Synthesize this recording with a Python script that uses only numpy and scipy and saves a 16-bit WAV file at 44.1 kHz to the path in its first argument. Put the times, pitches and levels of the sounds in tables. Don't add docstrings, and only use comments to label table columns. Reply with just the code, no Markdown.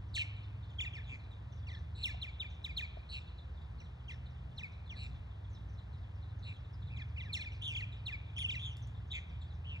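import sys
import numpy as np
from scipy import signal
from scipy.fft import rfft, irfft, next_fast_len
from scipy.io import wavfile
from scipy.ndimage import map_coordinates

SR = 44100
rng = np.random.default_rng(int(sys.argv[2]) if len(sys.argv) > 2 else 0)


def persist_wave(psi):
    counts = np.round(np.clip(psi, -1, 1) * 32767).astype(np.int16)
    wavfile.write(sys.argv[1], SR, np.atleast_2d(counts).T)


N = 432176

FLICK_S = .014, .028


def amp(db):
    return 10 ** (np.asarray(db) / 20)


def unit(x):
    return x / np.sqrt(np.mean(x ** 2) + 1e-20)


def along(points, hz):
    freqs, values = np.transpose(points)
    return np.interp(np.log(hz + 1), np.log(freqs + 1), values)


def curves(rows):
    times, *columns = np.transpose(rows)
    return [np.interp(np.arange(N) / SR, times, column) for column in columns]


def wobble(rate, size):
    knots = rng.standard_normal(int(size * rate / SR) + 4)
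    grid = np.arange(10 * len(knots)) / 10
    smooth = map_coordinates(knots, [grid], mode="nearest")
    return np.interp(np.arange(size) * rate / SR, grid, smooth)


def filtered(x, response):
    size = next_fast_len(N + SR // 2)
    return irfft(rfft(x, size) * response(np.fft.rfftfreq(size, 1 / SR)), size)[..., :N]


def add(track, s, sound):
    part = track[max(round(s * SR), 0):][:len(sound)]
    part += sound[:len(part)]


def spread(pair):
    # (frequency [Hz], likeness [0 to 1])
    likeness = [(100, .99), (250, 0.7), (500, 0.58), (1200, 0.25), (2500, 0.92), (4000, 0.88), (9000, 0.9)]
    turn = lambda hz: np.arccos(np.clip(along(likeness, hz), -1, 1)) / 2
    mid, side = filtered(pair, lambda hz: np.array([np.cos(turn(hz)), np.sin(turn(hz))]))
    return np.array([mid + side, mid - side])


def rush(spectrum):
    noise = rng.standard_normal((2, N))
    return unit(spread(filtered(noise, lambda hz: amp(along(spectrum, hz)))))


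def drone(hz, level_db, overtones, sway_db=2.0):
    phase = 2 * np.pi * np.cumsum(hz + 0.724 * wobble(5, N)) / SR
    tone = np.sin(phase) + sum(amp(db) * np.sin(k * phase) for k, db in overtones.items())
    return np.sqrt(2) * amp(level_db + sway_db * wobble(3.7, N)) * tone


def background(engine_gain_db=-1.06, traffic_db=-52.5, traffic_sway_db=2.4, air_db=-63):
    # (pitch [Hz], relative level [dB])
    hums = [(55.5, -58.5), (61.2, -53.5), (93, -67.5)]
    # (time [s], pitch [Hz], relative level [dB])
    low_tone = [(0, 77.14, -51.5), (3.5, 78.2, -48.5), (5.5, 77.98, -52.5), (7.3, 77.24, -44.5),
                (7.8, 77.76, -51), (8.5, 78.4, -49.5), (9.2, 79.4, -48), (9.8, 83.4, -46)]
    middle_tone = [(0, 101.6, -48), (2.2, 101.7, -51), (3.7, 100.9, -71.5), (5.2, 100.3, -52),
                   (7.3, 101.1, -46), (8.6, 102, -49), (9.8, 102.2, -55)]
    high_tone = [(0, 122.1, -55.5), (2.1, 121.9, -53), (3, 120.3, -63.5), (4, 121.8, -50.5),
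                 (5, 124.0, -62.5), (6.4, 124.1, -55), (7.5, 123.5, -54.5), (8.9, 119.8, -48.5),
                 (9.8, 122.3, -56.5)]
    # (frequency [Hz], relative level [dB])
    traffic_colour = [(25, -30), (40, -11), (55, -2.5), (90, 1.5), (130, -5), (180, -13.5), (250, -20.5),
                      (400, -44), (800, -69.5)]
    air_colour = [(100, -6.5), (300, 1), (550, 1), (800, 2.5), (1200, -2.5), (1800, -6), (2600, -7.5),
                  (3600, -11), (4500, -19), (6000, -26), (8500, -36.5), (13000, -42.5)]
    engines = (sum(drone(hz, db, overtones={3: -18}) for hz, db in hums)
               + drone(*curves(low_tone), overtones={2: -15})
               + drone(*curves(middle_tone), overtones={3: -29})
               + drone(*curves(high_tone), overtones={2: -24}))
    traffic = amp(traffic_db + traffic_sway_db * wobble(6, N)) * rush(traffic_colour)
    air = amp(air_db) * rush(air_colour)
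    return amp(engine_gain_db) * engines + traffic + air


def progress(length, edge):
    return np.arange(-edge / 2, length + edge / 2, 1 / SR) / length


def swell(u, length, levels_db, attack, release):
    ends = np.clip(np.minimum(u / attack, (1 - u) / release) * length + .5, 0, 1)
    marks = np.linspace(1 / 6, 5 / 6, len(levels_db))
    return amp(np.interp(u, marks, levels_db)) * np.sin(np.pi / 2 * ends) ** 2


def voice_box(hz, bright_db, step_db, jitter, hoarse, count, flicker_db=6.0):
    # (frequency [Hz], relative level [dB])
    throat = [(3300, -8), (4100, -13.5), (4900, -22.5), (6000, -24), (7000, -26.5), (8200, -30),
              (9500, -39.5), (11000, -34), (13000, -35)]
    hz = hz * (1 + jitter * wobble(900, len(hz)))
    phase = 2 * np.pi * np.cumsum(hz) / SR
    tone = np.sin(phase)
    for k in range(2, 2 + count):
        treble_share = np.clip(k * hz / 1500 - 2.3, 0, 1)
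        db = along(throat, k * hz) + step_db * (k - 2) + bright_db * treble_share
        gain = amp(db + flicker_db * wobble(220, len(hz))) * (k * hz < SR / 2)
        tone = tone + gain * np.sin(k * phase + hoarse * k * wobble(1100, len(hz)))
    return np.sqrt(2) * tone


def chirp(length, start_hz, end_hz, bend, levels_db, bright_db, attack=.012, flutter_db=2):
    u = progress(length, attack)
    fall = np.hypot(u, 0.00289 / length * np.clip(1 - u, 0, 1))
    hz = start_hz * (end_hz / start_hz) ** (fall + bend * fall * (1 - fall))
    hz *= 1 + .01 * wobble(152, len(u))
    flutter = amp(flutter_db * wobble(221.6, len(u)))
    step_db = min(-6.0 + 0.29 * (max(levels_db) + 45.5), -3)
    voice = voice_box(hz, bright_db, step_db, jitter=0.01, hoarse=.15, count=3)
    return swell(u, length, levels_db, attack, release=.004) * flutter * voice


def twitter(softest_db, low_hz, high_hz, fall, count):
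    out = np.zeros(N)
    for k, (when, pitch, size, loud, steep) in enumerate(rng.random((count, 5))):
        hz = low_hz + pitch * (high_hz - low_hz)
        length = np.interp(size, [0, 1], FLICK_S)
        note = chirp(length, hz, hz * fall ** (1 + steep), bend=.17,
                     levels_db=[softest_db + 7 * loud] * 3, bright_db=-3.5)
        roughness = unit(amp(1.2 * wobble(500, len(note))))
        add(out, (k + 2 * when) / count * N / SR, note * roughness)
    return out


def warble(length, peak_hz, scoop, sag, rate, depth, levels_db, bright_db, pulse_db=4.5, attack=0.0195):
    u = progress(length, attack)
    top = .28
    rising = scoop ** ((1 - u / top) ** 2)
    falling = sag ** (np.abs((u - top) / (1 - top)) ** 1.4)
    arch = peak_hz * np.where(u < top, rising, falling)
    cycle = 2 * np.pi * np.cumsum(rate * (1 + .09 * wobble(98.3, len(u)))) / SR
    swing = np.sin(cycle) + 0.33 * np.sin(2 * cycle)
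    hz = arch * (1 + depth * amp(1.5 * wobble(130, len(u))) * swing)
    pulse = unit(amp(-pulse_db * np.cos(cycle) + 1.1 * wobble(250, len(u))))
    voice = voice_box(hz, bright_db, step_db=0.0, jitter=0.017, hoarse=.12, count=2)
    return swell(u, length, levels_db, attack, release=0.013) * pulse * voice


def rasps(lag_s=0.023, warbles_per_s=138):
    # (time [s], length [s], upper pitch [Hz], lower pitch [Hz],
    # upper level [dB], lower level [dB], brightness [dB])
    calls = [(0.143, 0.085, 4120, 2890, -48, -38, -0.5), (1.066, 0.097, 3370, 2506, -64.5, -50.5, -2.5),
             (1.952, 0.13, 4040, 2730, -60.5, -57, 3.5), (3.093, 0.1, 4186, 2820, -53, -48, 0),
             (4.962, .11, 4140, 2690, -58, -54, 1), (6.429, 0.1, 3980, 2680, -61, -54, -4.5),
             (9.108, 0.084, 3430, 2447, -49.5, -45, -5.5)]
    out = np.zeros(N)
    for s, length, upper_hz, lower_hz, upper_db, lower_db, bright_db in calls:
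        upper = warble(length, upper_hz, scoop=.99, sag=.9, rate=warbles_per_s, depth=0.08,
                       levels_db=[upper_db - 2, upper_db, upper_db - 7], bright_db=bright_db + 5.5)
        lower = warble(length - lag_s, lower_hz, scoop=.99, sag=.91, rate=warbles_per_s, depth=0.11,
                       levels_db=[lower_db - 7, lower_db, lower_db - 4], bright_db=bright_db - 6)
        add(out, s - .01, upper)
        add(out, s + lag_s - .01, lower)
    return filtered(out, lambda hz: amp(along([(8400, 3), (10500, -8)], hz)))


def chews(gain_db=-0.7, end_hz=1648):
    # (time [s], length [s], start pitch [Hz], bend [no unit], early level [dB],
    # late level [dB], gap before closing note [s], closing level [dB], brightness [dB])
    calls = [(0.147, 0.034, 4300, .15, -41, -43, 0.023, -42, 8.5),
             (0.93, 0.06, 3580, 0.24, -51.5, -50, -0.014, -61, 1.5),
             (2.03, 0.072, 4460, 0.53, -34.5, -50.5, -0.012, -49.5, 1),
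             (2.215, 0.054, 4410, 0.12, -41, -53.5, -.002, -53, -3),
             (2.398, 0.048, 4110, -0.19, -36.5, -54, -0.0049, -53, -10),
             (2.641, 0.041, 4450, 0.38, -39, -55.5, 0.0065, -51.5, 0),
             (2.767, 0.047, 4590, 0.03, -36.5, -46, 0.0068, -45, -3.5),
             (4.574, 0.05, 4640, .17, -46, -52.5, 0.0065, -46, -3),
             (4.893, 0.087, 3770, 0.86, -50.5, -61, -0.013, -63, -4),
             (6.962, .064, 4230, 0.68, -54.5, -55, -0.019, -56.5, 2.5),
             (7.199, .09, 4160, 0.88, -51.5, -56.5, .004, -54, -2),
             (7.327, 0.071, 4620, 0.64, -37.5, -52.5, -0.0043, -46.5, 6),
             (7.405, 0.045, 4590, -0.3, -48, -51, 0.0078, -48.5, 0),
             (8.058, 0.072, 4630, .68, -39.5, -52, -0.0058, -47, -3)]
    out = np.zeros(N)
    for s, length, start_hz, bend, early_db, late_db, gap, close_db, bright_db in calls:
        slide = chirp(length, start_hz, end_hz, bend, [early_db, late_db], bright_db)
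        close = chirp(.034, 2600, 2180, bend=0.61, levels_db=[close_db + 3, close_db - 3], bright_db=-5)
        add(out, s - .0035, slide)
        add(out, s + length + gap - .0035, close)
    return amp(gain_db) * out


def triplets(slide_s=.05, gap_s=.002):
    # (time [s], opening length [s], slide start pitch [Hz], level [dB])
    calls = [(.785, 0.02, 3800, -39.5), (7.746, 0.02, 3610, -40), (8.486, .020, 3914, -40)]
    out = np.zeros(N)
    for s, opening_s, start_hz, db in calls:
        opening = chirp(opening_s, 3470, 2125, bend=-0.67, levels_db=[db, db + 0.5], bright_db=-4.5)
        slide = chirp(slide_s, start_hz, 1827, bend=.08, levels_db=[db, db - 7, db - 5], bright_db=-2)
        close = chirp(0.023, 2840, 2370, bend=0.48, levels_db=[db - 4, db - 5.5], bright_db=-12)
        for delay, note in [(0, opening), (opening_s, slide), (opening_s + slide_s + gap_s, close)]:
            add(out, s + delay - .0035, note)
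    return out


def falling_notes(bend=0.28, fade_db=3):
    # (time [s], length [s], start pitch [Hz], end pitch [Hz], level [dB], brightness [dB])
    notes = [(0.993, 0.032, 2470, 1540, -56, -27), (1.667, 0.039, 3000, 1850, -54.5, 5.5),
             (1.68, 0.059, 4600, 2120, -59.5, -4), (1.709, 0.045, 2090, 1644, -55, 9),
             (1.742, 0.047, 2070, 1690, -57.5, 1), (3.799, .031, 3160, 1880, -61, 10.5),
             (4.081, 0.04, 3330, 1750, -50, 1.5), (4.102, 0.042, 3670, 1690, -54.5, 8),
             (7.161, 0.015, 2730, 2040, -53.5, 2), (7.174, .042, 3160, 1960, -49, -9),
             (7.516, 0.05, 3000, 2125, -60.5, 11), (8.376, 0.014, 3030, 1930, -46, 0),
             (8.407, .03, 2870, 1978, -50.5, -4), (8.442, 0.02, 3120, 2620, -34.5, -25),
             (9.114, 0.0094, 4030, 3780, -39, -8)]
    out = np.zeros(N)
    for s, length, start_hz, end_hz, db, bright_db in notes:
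        add(out, s - .0035, chirp(length, start_hz, end_hz, bend, [db, db - fade_db], bright_db))
    return out


def knocks():
    # (time [s], level [dB], ring pitch [Hz], time to fade 60 dB [s], crack against ring [dB])
    taps = [(1.127, -47, 263, 0.035, -24), (2.145, -42, 740, .04, -32), (2.971, -39, 660, 0.033, -39),
            (8.769, -61, 5470, 0.011, 11.5), (8.873, -57.5, 6660, 0.014, -1)]
    out, t = np.zeros(N), np.arange(SR // 8) / SR
    for s, db, hz, fade_s, crack_db in taps:
        ring = np.sin(2 * np.pi * hz * t) * amp(-60 * t / fade_s) * (1 - np.exp(-t / 0.00089))
        crack = amp(crack_db - 60 * t / 0.0094) * rng.standard_normal(len(t))
        add(out, s, amp(db) * (ring + crack))
    return filtered(out, lambda hz: 1 / (1 + (hz / 9500) ** 4))


def far_chips(fall=.8, rough_db=3):
    # (time [s], middle pitch [Hz], level [dB])
    chips = [(1.32, 3580, -63), (1.53, 5840, -72), (2.509, 6030, -71), (3.22, 3460, -62),
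             (3.39, 3810, -60.5), (5.54, 5730, -72), (5.79, 3800, -65.5), (6.54, 3787, -61.5),
             (6.74, 5220, -70), (6.83, 3800, -63), (7.93, 3700, -56.5), (8.83, 6000, -68.5),
             (9.42, 3580, -61)]
    out = np.zeros(N)
    for (s, hz, db), size in zip(chips, rng.random(len(chips))):
        length = np.interp(size, [0, 1], FLICK_S)
        note = chirp(length, hz / np.sqrt(fall), hz * np.sqrt(fall), 0, [db] * 3, bright_db=1.5)
        roughness = unit(amp(rough_db * wobble(500, len(note))))
        add(out, s - .014, note * roughness)
    return out


def buzzes(rise_db=5, edge_db=5, scoop=0.89):
    # (time [s], length [s], peak pitch [Hz], end pitch [Hz], warbles [per s],
    # warble depth [share of pitch], level [dB], fade [dB], brightness [dB])
    calls = [(6.9, 0.083, 2580, 2190, 120, 0.056, -54.5, 5, -23),
             (7.618, .129, 3423, 2266, 157, 0.094, -38.5, 8, -4),
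             (8.365, .11, 3343, 2580, 135, 0.074, -39, 14.5, 0),
             (8.591, .143, 3483, 2900, 160, 0.058, -43, 11.5, -3.5),
             (9.647, 0.13, 3080, 2420, 133, 0.084, -49.5, 1, -17)]
    out = np.zeros(N)
    for s, length, peak_hz, end_hz, rate, depth, db, fade_db, bright_db in calls:
        levels_db = [db - rise_db, db, db - fade_db]
        note = warble(length, peak_hz, scoop, end_hz / peak_hz, rate, depth, levels_db, bright_db)
        add(out, s - .01, note)
    return filtered(out, lambda hz: amp(along([(8000, -1), (9700, edge_db)], hz)))


def ground_bounce(x, delay_s, db):
    return filtered(x, lambda hz: 1 + amp(db) * np.exp(-2j * np.pi * hz * delay_s))


def yard_echo(x, quick_db, long_db, quick_fade_s):
    # (frequency [Hz], time to fade 60 dB [s])
    fade_times = [(300, 0.54), (2400, 0.91), (4000, 0.84), (5500, .35), (7000, .24), (12000, 0.2)]
    hz, t, bands = signal.stft(rng.standard_normal((2, SR)), SR, nperseg=256)
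    tail = signal.istft(bands * amp(-60 * t / along(fade_times, hz)[:, None]), SR, nperseg=256)[1]
    t = np.arange(tail.shape[1]) / SR
    scatter = rng.standard_normal(tail.shape) * amp(-60 * t / quick_fade_s)
    echo = amp(long_db) * tail / np.linalg.norm(tail[0])
    echo += amp(quick_db) * scatter / np.linalg.norm(scatter[0])
    delayed = np.pad(x, (SR // 200, 0))
    return spread(signal.fftconvolve(delayed[None], echo, axes=1)[:, :N])


def scene(warble_top_hz=11000, far_direct_db=-2):
    # (frequency [Hz], boost [dB])
    beak = [(1550, -8), (1900, -4), (2350, 2.5), (2800, 1.5), (3550, 0), (4400, -2.5), (5500, -0.5),
            (7300, -2.5), (8600, -0.5), (10000, -2), (11600, -1), (13000, -5)]
    taps = knocks()
    warbles = filtered(rasps() + buzzes(), lambda hz: 1 / (1 + (hz / warble_top_hz) ** 20))
    whistles = filtered(chews() + triplets() + falling_notes(), lambda hz: amp(along(beak, hz)))
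    near = ground_bounce(whistles + warbles, delay_s=.0034, db=-13.5) + taps
    far = (far_chips()
           + twitter(softest_db=-71.5, low_hz=3630, high_hz=4510, fall=.86, count=90)
           + twitter(softest_db=-83, low_hz=5270, high_hz=7400, fall=0.79, count=55))
    thrown = filtered(near, lambda hz: amp(along([(2200, 0.5), (3000, 0.5), (4300, -2), (5500, 12.5)], hz)))
    near_echo = yard_echo(thrown, quick_db=-18.5, long_db=-17, quick_fade_s=0.13)
    far_echo = yard_echo(far, quick_db=-6, long_db=-15, quick_fade_s=0.21)
    return near + near_echo + amp(far_direct_db) * far + far_echo + background()


def record(dry):
    # (frequency [Hz], lead [radians])
    left_lead = [(300, 0), (800, 2.6), (1100, 5.8), (1550, 6.2), (1900, 5.1), (2150, 4.2), (2900, 3.1),
                 (3500, 1.5), (3900, .6), (4800, .3), (5300, .9), (6000, .2), (7000, .9), (9000, 0)]
    # (frequency [Hz], level [dB])
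    left_boost = [(350, -0.5), (750, 5.5), (1000, 7.5), (1400, 3.5), (2200, 0.1), (4000, 0)]

    def openings(hz):
        left = amp(along(left_boost, hz) / 2) * np.exp(.5j * along(left_lead, hz))
        return np.array([left, 1 / left]) * (hz < 13100)
    return filtered(dry, openings)


dry = scene()
out = record(dry)
persist_wave(out)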